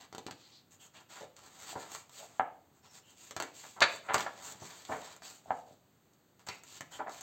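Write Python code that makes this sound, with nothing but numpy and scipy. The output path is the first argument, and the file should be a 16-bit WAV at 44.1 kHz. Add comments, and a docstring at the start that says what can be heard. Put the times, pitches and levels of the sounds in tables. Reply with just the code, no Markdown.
"""A faint brush of paper and a cluster of soft snaps and thumps open the turning of three stiff pages.
They belong to a colouring book, turned by hand on a desk in a small room, heard from close above.
Each page snaps at its picked corner (sharp steps), bends and flutters (bunched clicks), and slides
over its neighbour (grainy filtered noise); the first two pop flat after being laid down (damped modes).
Pitched scrapes, thumps of the book, echoes and a quiet background noise complete the scene."""
import sys
import numpy as np
from scipy import signal
from scipy.io import wavfile
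from scipy.ndimage import uniform_filter1d

SR = 44100
rng = np.random.default_rng(int(sys.argv[2]) if len(sys.argv) > 2 else 0)


def transcribe(u):
    """Save the signal u as a 16-bit wav file named by the first command-line argument.

    u: samples, shape (n,) or (channels, n), limited to [-1, 1]; the rate is SR.
    q: integer samples, one column per channel.
    """
    v = np.clip(np.atleast_2d(u).T, -1, 1)
    q = np.round(v * 32767).astype(np.int16)
    wavfile.write(sys.argv[1], SR, q)


N = 318402  # length [samples]


def amp(db):
    """Decibels to gain."""
    return 10 ** (np.asarray(db) / 20)


def unit(x):
    """Scales to rms 1."""
    return x / np.sqrt(np.mean(x ** 2) + 1e-20)


def read(points, hz):
    """Reads a table on a log-frequency axis."""
    table_hz, value = np.transpose(points)
    return np.interp(np.log(hz + 1), np.log(table_hz + 1), value)


def add(mix, s, sound):
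    """Mixes a sound in at time s [s]."""
    part = mix[max(round(s * SR), 0):][:len(sound)]
    part += sound[:len(part)]


def response(points, size=4096):
    """Causal minimum-phase impulse response with the given spectrum."""
    hz = abs(np.fft.fftfreq(size, 1 / SR))
    log_gain = np.log(amp(read(points, hz)))
    # the Hilbert transform of the log gain supplies the phase
    spectrum = np.exp(np.conj(signal.hilbert(log_gain)))
    return np.fft.ifft(spectrum).real[:size // 2]


def colour(x, points):
    """Filters by a spectrum, keeping the power of white noise."""
    taps = response(points)
    return signal.oaconvolve(x, taps / np.linalg.norm(taps))[:len(x)]


def lowpass(x, order, hz):
    """Butterworth low-pass along the last axis."""
    return signal.sosfilt(signal.butter(order, hz, fs=SR, output="sos"), x)


def highpass(x, order, hz):
    """Butterworth high-pass along the last axis."""
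    return signal.sosfilt(signal.butter(order, hz, "highpass", fs=SR, output="sos"), x)


def grains(length, per_s, spread_db):
    """Random clicks of uneven size and either sign, rms 1."""
    size = amp(spread_db * np.minimum(rng.exponential(1, length), 4))
    sign = rng.choice([-1, 1], length)
    present = rng.random(length) < per_s / SR
    return unit(size * sign * present)


def patchy(x, depth_db=1.1, size=512):
    """The colour wanders a little as the contact patch moves over the sheet."""
    z = signal.stft(x, nperseg=size)[2]
    field = uniform_filter1d(rng.standard_normal(z.shape), size=4, axis=0)  # smooth over frequency
    field = unit(uniform_filter1d(field, size=5, axis=1))  # smooth over time
    return unit(signal.istft(z * amp(depth_db * field), nperseg=size)[1][:len(x)])


# spectrum of the background noise: (frequency [Hz], relative level [dB])
AMBIENCE = [(30, 2.5), (110, 4), (300, -1), (600, -8.5), (1200, -12), (2500, -20.5), (5000, -20),
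            (7500, -19.5), (16000, -12)]


def background(level_db=-65):
    """Steady noise, strongest in the lows, under the paper."""
    return amp(level_db) * colour(rng.standard_normal(N), AMBIENCE)


# echoes from desk and walls: (delay [s], gain before dulling)
ECHOES = [(.0029, 0.1), (.0062, 0.071), (.0091, 0.49), (0.0113, .2), (0.0142, 0.39), (0.021, 0.25)]
# time for the room's tail to fall by 60 dB: (frequency [Hz], time [s])
ROOM_T60 = [(150, 0.28), (400, 0.58), (800, 0.3871), (1500, 0.3), (3500, 0.43), (7300, 0.45)]
# colour of the room's tail: (frequency [Hz], relative level [dB])
ROOM_COLOUR = [(150, -3), (800, -5.5), (2500, -4.5), (7000, -12.5), (14000, -13)]


def room(x, tail_db=-1, build_s=0.018, echo_edge_hz=4500, size=256):
    """A few dull early echoes, and a tail that builds up, then dies band by band."""
    hz, t, z = signal.stft(rng.choice([-1., 1.], SR // 2), SR, nperseg=size)
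    z = z * amp(-60 * t / read(ROOM_T60, hz)[:, None])
    tail = signal.istft(z * amp(read(ROOM_COLOUR, hz))[:, None], SR, nperseg=size)[1]
    plain = signal.istft(z, SR, nperseg=size)[1]
    onset = 1 - np.exp(-(np.arange(len(tail)) / SR / build_s) ** 2)
    # scaled by the uncoloured tail, so the room's colour also sets its level
    tail *= amp(tail_db) * onset / np.linalg.norm(plain * onset)
    early = np.zeros(len(tail))
    for delay, gain in ECHOES:
        early[round(delay * SR)] += gain
    return signal.fftconvolve(x, tail + lowpass(early, 1, echo_edge_hz))[:N]


# fingers and pages bumping the block of the book: (time [s], level [dB], pitch [Hz])
THUMPS = [(0.1266, -36, 406), (.148, -33, 390), (0.1817, -30.5, 390), (0.2645, -29.5, 308),
          (0.3099, -37.5, 282), (1.758, -39, 109.5), (2.396, -45, 120), (2.715, -53, 218),
          (3.82, -36.5, 88.6), (4.552, -42.5, 170), (4.619, -36, 147.5), (4.655, -40.5, 200),
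          (4.917, -41, 200), (5.506, -42.5, 144.7), (5.711, -44.5, 280)]


def thumps(cycles=0.46, size=4096):
    """A soft push on the stack of pages: a low sine gone within a cycle or two."""
    out, t = np.zeros(N), np.arange(size) / SR
    for s, db, hz in THUMPS:
        add(out, s, amp(db) * np.exp(-t * hz / cycles) * np.sin(2 * np.pi * hz * t))
    return out


# fingertip or paper dragging with a hoarse, pitched scrape:
# (time [s], length [s], level before the swell [dB], centre [Hz], width [Hz])
SCRAPES = [(0.379, .12, -64, 4450, 1530), (.49, .13, -61, 4730, 1930), (0.783, 0.084, -66, 3050, 600),
           (0.938, 0.061, -61, 3246, 1500), (2.171, .1, -55.5, 715.5, 214), (2.807, 0.24, -64, 5450, 443),
           (3.017, 0.14, -70, 2970, 390), (4.599, 0.06, -55, 5920, 900), (5.205, 0.13, -56.5, 4980, 1025),
           (6.474, 0.08, -52.5, 2358, 597), (6.921, 0.054, -53.5, 3180, 300)]


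def scrapes(size=2048):
    """The contact sticks and slips at a loose rate: a fuzzy band of noise that swells and fades."""
    out = np.zeros(N)
    for s, length, db, hz, width in SCRAPES:
        t = np.arange(round(length * SR)) / SR
        # two slow noises on a carrier; the filter's start-up is cut off
        slip = lowpass(rng.standard_normal((2, len(t) + size)), 2, width / 2)[:, size:]
        phase = 2 * np.pi * hz * t
        band = unit(slip[0] * np.cos(phase) + slip[1] * np.sin(phase))
        add(out, s, amp(db) * band * np.sin(np.pi * t / length))
    return out


# strokes of paper or fingers over paper, page after page:
# (start [s], speeding up [s], slowing down [s], friction level before the slide's mix gains [dB],
#  sheet body re friction [dB], edge hiss re friction [dB])
STROKES = [(0, 0.0067, 0.066, -59.5, 1.5, -2), (.3, 0.14, .2, -66, -7.5, -3.5),
           (.705, 0.014, 0.058, -65.5, -3, 7), (0.794, 0.017, 0.089, -65, 0.5, 8),
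           (.93, 0.023, 0.1, -63.5, 3.5, 0.5), (1.085, 0.028, 0.17, -55.5, -1.5, 0),
           (1.356, .02, 0.27, -63, 1, 2), (1.52, .12, 0.08, -56.5, -1, 3),
           (1.648, 0.06, 0.042, -50, -2.5, 2), (1.72, 0.1, 0.21, -58, 3, 2), (1.89, 0.043, .11, -56, -2, 6),
           (2.099, 0.08, 0.12, -55, -4.5, 3.5), (2.24, 0.087, 0.13, -69, 1.5, 4.5),
           (2.73, 0.038, .04, -77, 4, 7), (2.825, 0.017, 0.079, -66, 1, -0.5),
           (2.89, 0.069, 0.051, -61, -2, 4), (3.04, 0.059, 0.095, -68, -3, 4.5),
           (3.15, 0.11, .07, -58, -7.5, 3.5), (3.369, 0.048, .09, -66, 12, 3),
           (3.53, 0.04, 0.24, -56.5, -8, 3.5), (3.84, 0.11, 0.052, -61.5, 6.5, 8.5),
           (4.02, .04, 0.13, -71, 17, 8), (4.119, 0.084, 0.06, -54.5, 12, 7),
           (4.27, 0.15, 0.28, -59.5, 2, -1), (4.39, 0.12, 0.03, -52.5, -1.5, 6.5),
           (4.569, 0.13, 0.2, -56, -1.5, 2), (4.82, 0.13, 0.095, -57.5, 1, 3.5),
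           (5, 0.032, 0.16, -54.5, -0.5, -1), (5.215, 0.04, 0.093, -55, -4, 2.5),
           (5.25, 0.037, 0.14, -62, -2, 7), (5.38, 0.18, 0.12, -69, -0.5, 2),
           (5.649, .03, 0.12, -72.5, -4.5, 2.5), (6.39, 0.01, 0.046, -70.5, 5, 0.5),
           (6.463, 0.012, 0.14, -59.5, 2.5, 3), (6.63, 0.12, 0.064, -55.5, -7, 1),
           (6.905, 0.033, 0.062, -53.5, 1.5, 3.5), (7.07, 0.11, .1, -56.5, -2, 2.5)]
STROKE_CURVE = 1.095  # friction grows as this power of the speed
RESTING_DB = -90  # the hand never lies quite still on the page


def stroke_levels(uneven_db=1.5, uneven_s=.018):
    """Strokes speed up, slow to rest and add in power: dB of friction, and of body and hiss against it."""
    power = np.full((3, N), amp(RESTING_DB) ** 2)
    for s, rise, fall, db, body_db, hiss_db in STROKES:
        t = np.arange(0, rise + fall, 1 / SR)
        progress = np.interp(t, [0, rise, rise + fall], [0, .5, 1])
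        speed = abs(np.sin(np.pi * progress))
        for layer, colour_db in zip(power, (0, body_db, hiss_db)):
            add(layer, s, (amp(db + colour_db) * speed ** STROKE_CURVE) ** 2)
    level, body, hiss = 10 * np.log10(power)
    # the hand's pressure is never quite even
    pressure = unit(uniform_filter1d(rng.standard_normal(N), size=max(round(uneven_s * SR), 1)))
    return level + uneven_db * pressure, body - level, hiss - level


# spectra of rubbing fibres, sheet body and sheet edge: (frequency [Hz], relative level [dB])
FRICTION = [(100, -42), (900, -13.5), (2000, -2), (3000, 1.5), (4400, 3), (5600, 5.5), (7000, -18.5),
            (16000, -25)]
BODY = [(60, -4.5), (150, -3), (350, -5), (530, -3.5), (780, 2), (1200, 0), (1900, -3.5), (2800, -18),
        (6000, -53.5)]
HISS = [(100, -61), (3500, -28), (5300, -7.5), (6400, 1), (7500, 6), (8500, -1), (12000, -3.5),
        (16000, -4.5)]


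def slide(friction_db=0, body_db=0, hiss_db=2, catch=.75,
          fizz_db=-8, fizz_growth=0.41, usual_db=-58, fizz_hz=11000):
    """Fibres slip and catch: a smooth hiss with fine grains, radiated by the sheet and its edge."""
    level, body, hiss = stroke_levels()
    catches = catch * grains(N, per_s=700, spread_db=3.5)
    out = np.zeros(N)
    for spectrum, db in (FRICTION, friction_db), (BODY, body + body_db), (HISS, hiss + hiss_db):
        rubbing = patchy(rng.standard_normal(N) + catches)
        out += amp(level + db) * colour(rubbing, spectrum)
    # a fast edge fizzes in the top octave, more than in proportion
    fizz = highpass(rng.standard_normal(N), 4, fizz_hz)
    edge_db = level + hiss
    return out + amp(edge_db + fizz_growth * (edge_db - usual_db) + fizz_db) * fizz


# runs of tiny buckles as the sheet bends:
# (time [s], rise [s], fall time constant [s], level [dB], upper edge [Hz])
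FLUTTERS = [(1.155, 0.018, 0.034, -55, 1800), (1.199, 0.021, 0.021, -50, 740),
            (1.752, 0.0058, 0.017, -38.5, 890), (2.179, 0.011, 0.05, -71, 780),
            (3.633, 0.0076, 0.018, -51, 1470), (3.76, 0.0046, 0.072, -50.5, 1160),
            (3.809, 0.0058, 0.004, -28.5, 1800), (3.817, 0.0009, 0.014, -20.5, 2400),
            (3.82, 0.0023, 0.0094, -17.5, 5900), (4.081, 0.015, 0.031, -33.5, 2100),
            (4.14, 0.0039, 0.014, -27, 2200), (4.261, 0.0041, 0.014, -36.5, 1320),
            (4.617, 0.0038, 0.011, -47, 700), (4.886, 0.01, 0.058, -39.5, 787),
            (4.91, .012, 0.024, -38, 1880), (4.943, 0.0025, .012, -42.5, 1290),
            (5.462, 0.045, 0.022, -50.5, 648), (6.988, 0.011, 0.012, -37.5, 1258),
            (7.062, 0.011, 0.019, -43, 1370)]
# spectrum of the bending sheet: (frequency [Hz], relative level [dB])
BENDING = [(60, 0.5), (130, -7), (300, -8.5), (520, -4.5), (750, 0.5), (1200, 0.5), (2050, -0.5),
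           (2400, -4), (3300, -8), (4200, -2), (5000, -9), (7500, -9), (16000, -14)]


def flutters(rush=0.54, flaps_per_s=110, throb_db=3, settle_s=0.018, low_share=0.21, size=16384):
    """Many small buckles in quick succession; the sharper the bend, the higher they sound."""
    out, t = np.zeros(N), np.arange(size) / SR
    for s, rise, fall, db, edge_hz in FLUTTERS:
        buckles = grains(size, per_s=2300, spread_db=2.5) + rush * rng.standard_normal(size)
        # after the first rush the sheet starts to flap, and the buckles come in uneven bunches
        wander = unit(uniform_filter1d(rng.standard_normal(size), size=300))
        turns = np.cumsum(flaps_per_s * (1 + .5 * wander)) / SR
        buckles *= amp(throb_db * np.minimum(t / settle_s, 1) * np.cos(2 * np.pi * turns))
        softened = lowpass(colour(buckles, BENDING), 3, edge_hz)
        softened = highpass(softened, 1, low_share * edge_hz)
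        swell = np.minimum(t / rise, 1) * np.exp(-np.maximum(t - rise, 0) / fall)
        # the level holds at the height of the swell
        add(out, s, amp(db) * unit(softened * swell) * np.sqrt(np.mean(swell ** 2)))
    return out


# page edges snapping off a fingertip:
# (time [s], level before snap_db [dB], sheet body re friction [dB], edge hiss before hiss_db [dB])
SNAPS = [(.022, -53, -10, 0), (0.1269, -46.5, 4, -2.5), (0.149, -44, 4, 1), (0.1817, -41.5, 3, 1),
         (0.266, -38, -2, -2.5), (0.3102, -39.5, 0.5, -2), (1.366, -51, -12, 0.5), (1.918, -46.5, 5.5, 7),
         (1.949, -42, 1.5, 6), (2.095, -53, 1, 2), (3.3097, -41, 2.5, 2.5), (3.3652, -33.5, 4.5, 0.5),
         (3.4011, -32.5, 6.5, 0), (3.424, -35, 7, 1.5), (3.806, -27, -4, -4.5), (4.137, -42, 9, 9),
         (4.1437, -25, 4.5, 3), (4.181, -29.5, -9, -10), (4.207, -31, -22, -1.5), (4.227, -42, 5.5, 0),
         (4.2668, -43, 2, -22), (4.851, -43.5, -9, -0.5), (5.1645, -55, 5, 9.5), (5.2211, -54.5, 10.5, -3),
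         (6.135, -67, -4, 6), (6.3945, -60, 0, 1), (6.467, -52, 3, 5), (6.473, -47.5, 6, 2),
         (6.487, -31, .5, -6), (6.6359, -52.5, 4, 7.5), (6.8084, -40, 6.5, 3.5), (7.0953, -48, 0, 0.5),
         (7.21, -44.5, -1, 6)]


def snaps(snap_db=17, scuff=0.11, scuff_s=0.0058, body_db=0, hiss_db=1, size=2048):
    """An edge lets go: one sharp step and a brief scuff, coloured by fibres, sheet and edge."""
    out, t = np.zeros(N), np.arange(size) / SR
    for s, db, body, hiss in SNAPS:
        kick = scuff * rng.standard_normal(size) * np.exp(-t / scuff_s) - (t == 0)
        kick /= np.linalg.norm(kick)
        sound = colour(kick, FRICTION)
        sound += amp(body + body_db) * colour(kick, BODY)
        sound += amp(hiss + hiss_db) * colour(kick, HISS)
        add(out, s, amp(db + snap_db) * sound)
    return out


# the bowed sheet popping through: (time [s], level [dB], pitch [Hz], gain of the upper modes [dB])
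POPS = [(.2835, -36, 900, -5), (1.209, -43, 575, -15), (1.232, -39.5, 583, -14), (1.729, -37, 760, -20),
        (1.7585, -35, 790, -10), (1.768, -37, 666, -5), (1.9498, -37, 1197, -2.5), (2.229, -39, 677, -10),
        (2.3958, -14, 822, -2), (4.1068, -24, 851, -8), (4.197, -30, 920, 4), (4.2642, -28, 896, 0),
        (4.8895, -43, 920, -1), (4.9235, -25, 850, -6), (5.4585, -43.5, 712.7, -18),
        (5.506, -16.5, 802, -6.5), (5.672, -47.5, 670, -12), (5.708, -47.5, 650, -13.5),
        (7.0042, -25.5, 853, -23.5), (7.0635, -34.5, 760, -18), (7.0808, -30, 770, -17)]
# modes of the sheet: (multiple of the pitch, level re the pop [dB], time to peak and decay constant [s])
SHEET = [(.36, -21, .0016), (.93, -20, 0.0046), (1, -2, 0.0011), (1.55, -7, 0.0014), (1.9, -9, 0.0012),
         (2.5, -20, 0.0015), (3.398, -23, .0006)]


def pops(size=4096):
    """The bowed sheet flips through and swings for a few heavily damped cycles."""
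    out, t = np.zeros(N), np.arange(size) / SR
    for s, db, hz, upper_db in POPS:
        for multiple, mode_db, decay in SHEET:
            envelope = t / decay * np.exp(1 - t / decay)
            swing = envelope * np.sin(2 * np.pi * hz * multiple * t)
            is_upper = multiple > np.sqrt(2)  # half an octave above the pitch
            add(out, s, amp(db + mode_db + upper_db * is_upper) * swing)
    return out


def scene(slide_db=-2):
    """All the paper sounds in the room, over its quiet background."""
    paper = thumps() + scrapes() + amp(slide_db) * slide() + flutters() + snaps() + pops()
    return (background() + room(paper) + paper)[None]


# microphone response, with a deep dip in the top octave: (frequency [Hz], gain [dB])
MICROPHONE = [(20, -27.5), (48, -17.5), (95, -1), (4700, 1.5), (5000, -8), (5900, -5), (6300, 2), (7600, 0),
              (7950, -1), (8550, -2.5), (8800, -18.5), (11400, -28.5), (11750, -9), (16000, -7.5)]
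EDGE_HZ = 15950  # upper band limit


def record(dry):
    """Microphone colour, then a steep band limit."""
    heard = signal.oaconvolve(dry, response(MICROPHONE)[None])[:, :N]
    band_limit = signal.firwin(511, EDGE_HZ, window=("kaiser", 9), fs=SR)
    return signal.oaconvolve(heard, band_limit[None], "same")


dry = scene()
out = record(dry)
transcribe(out)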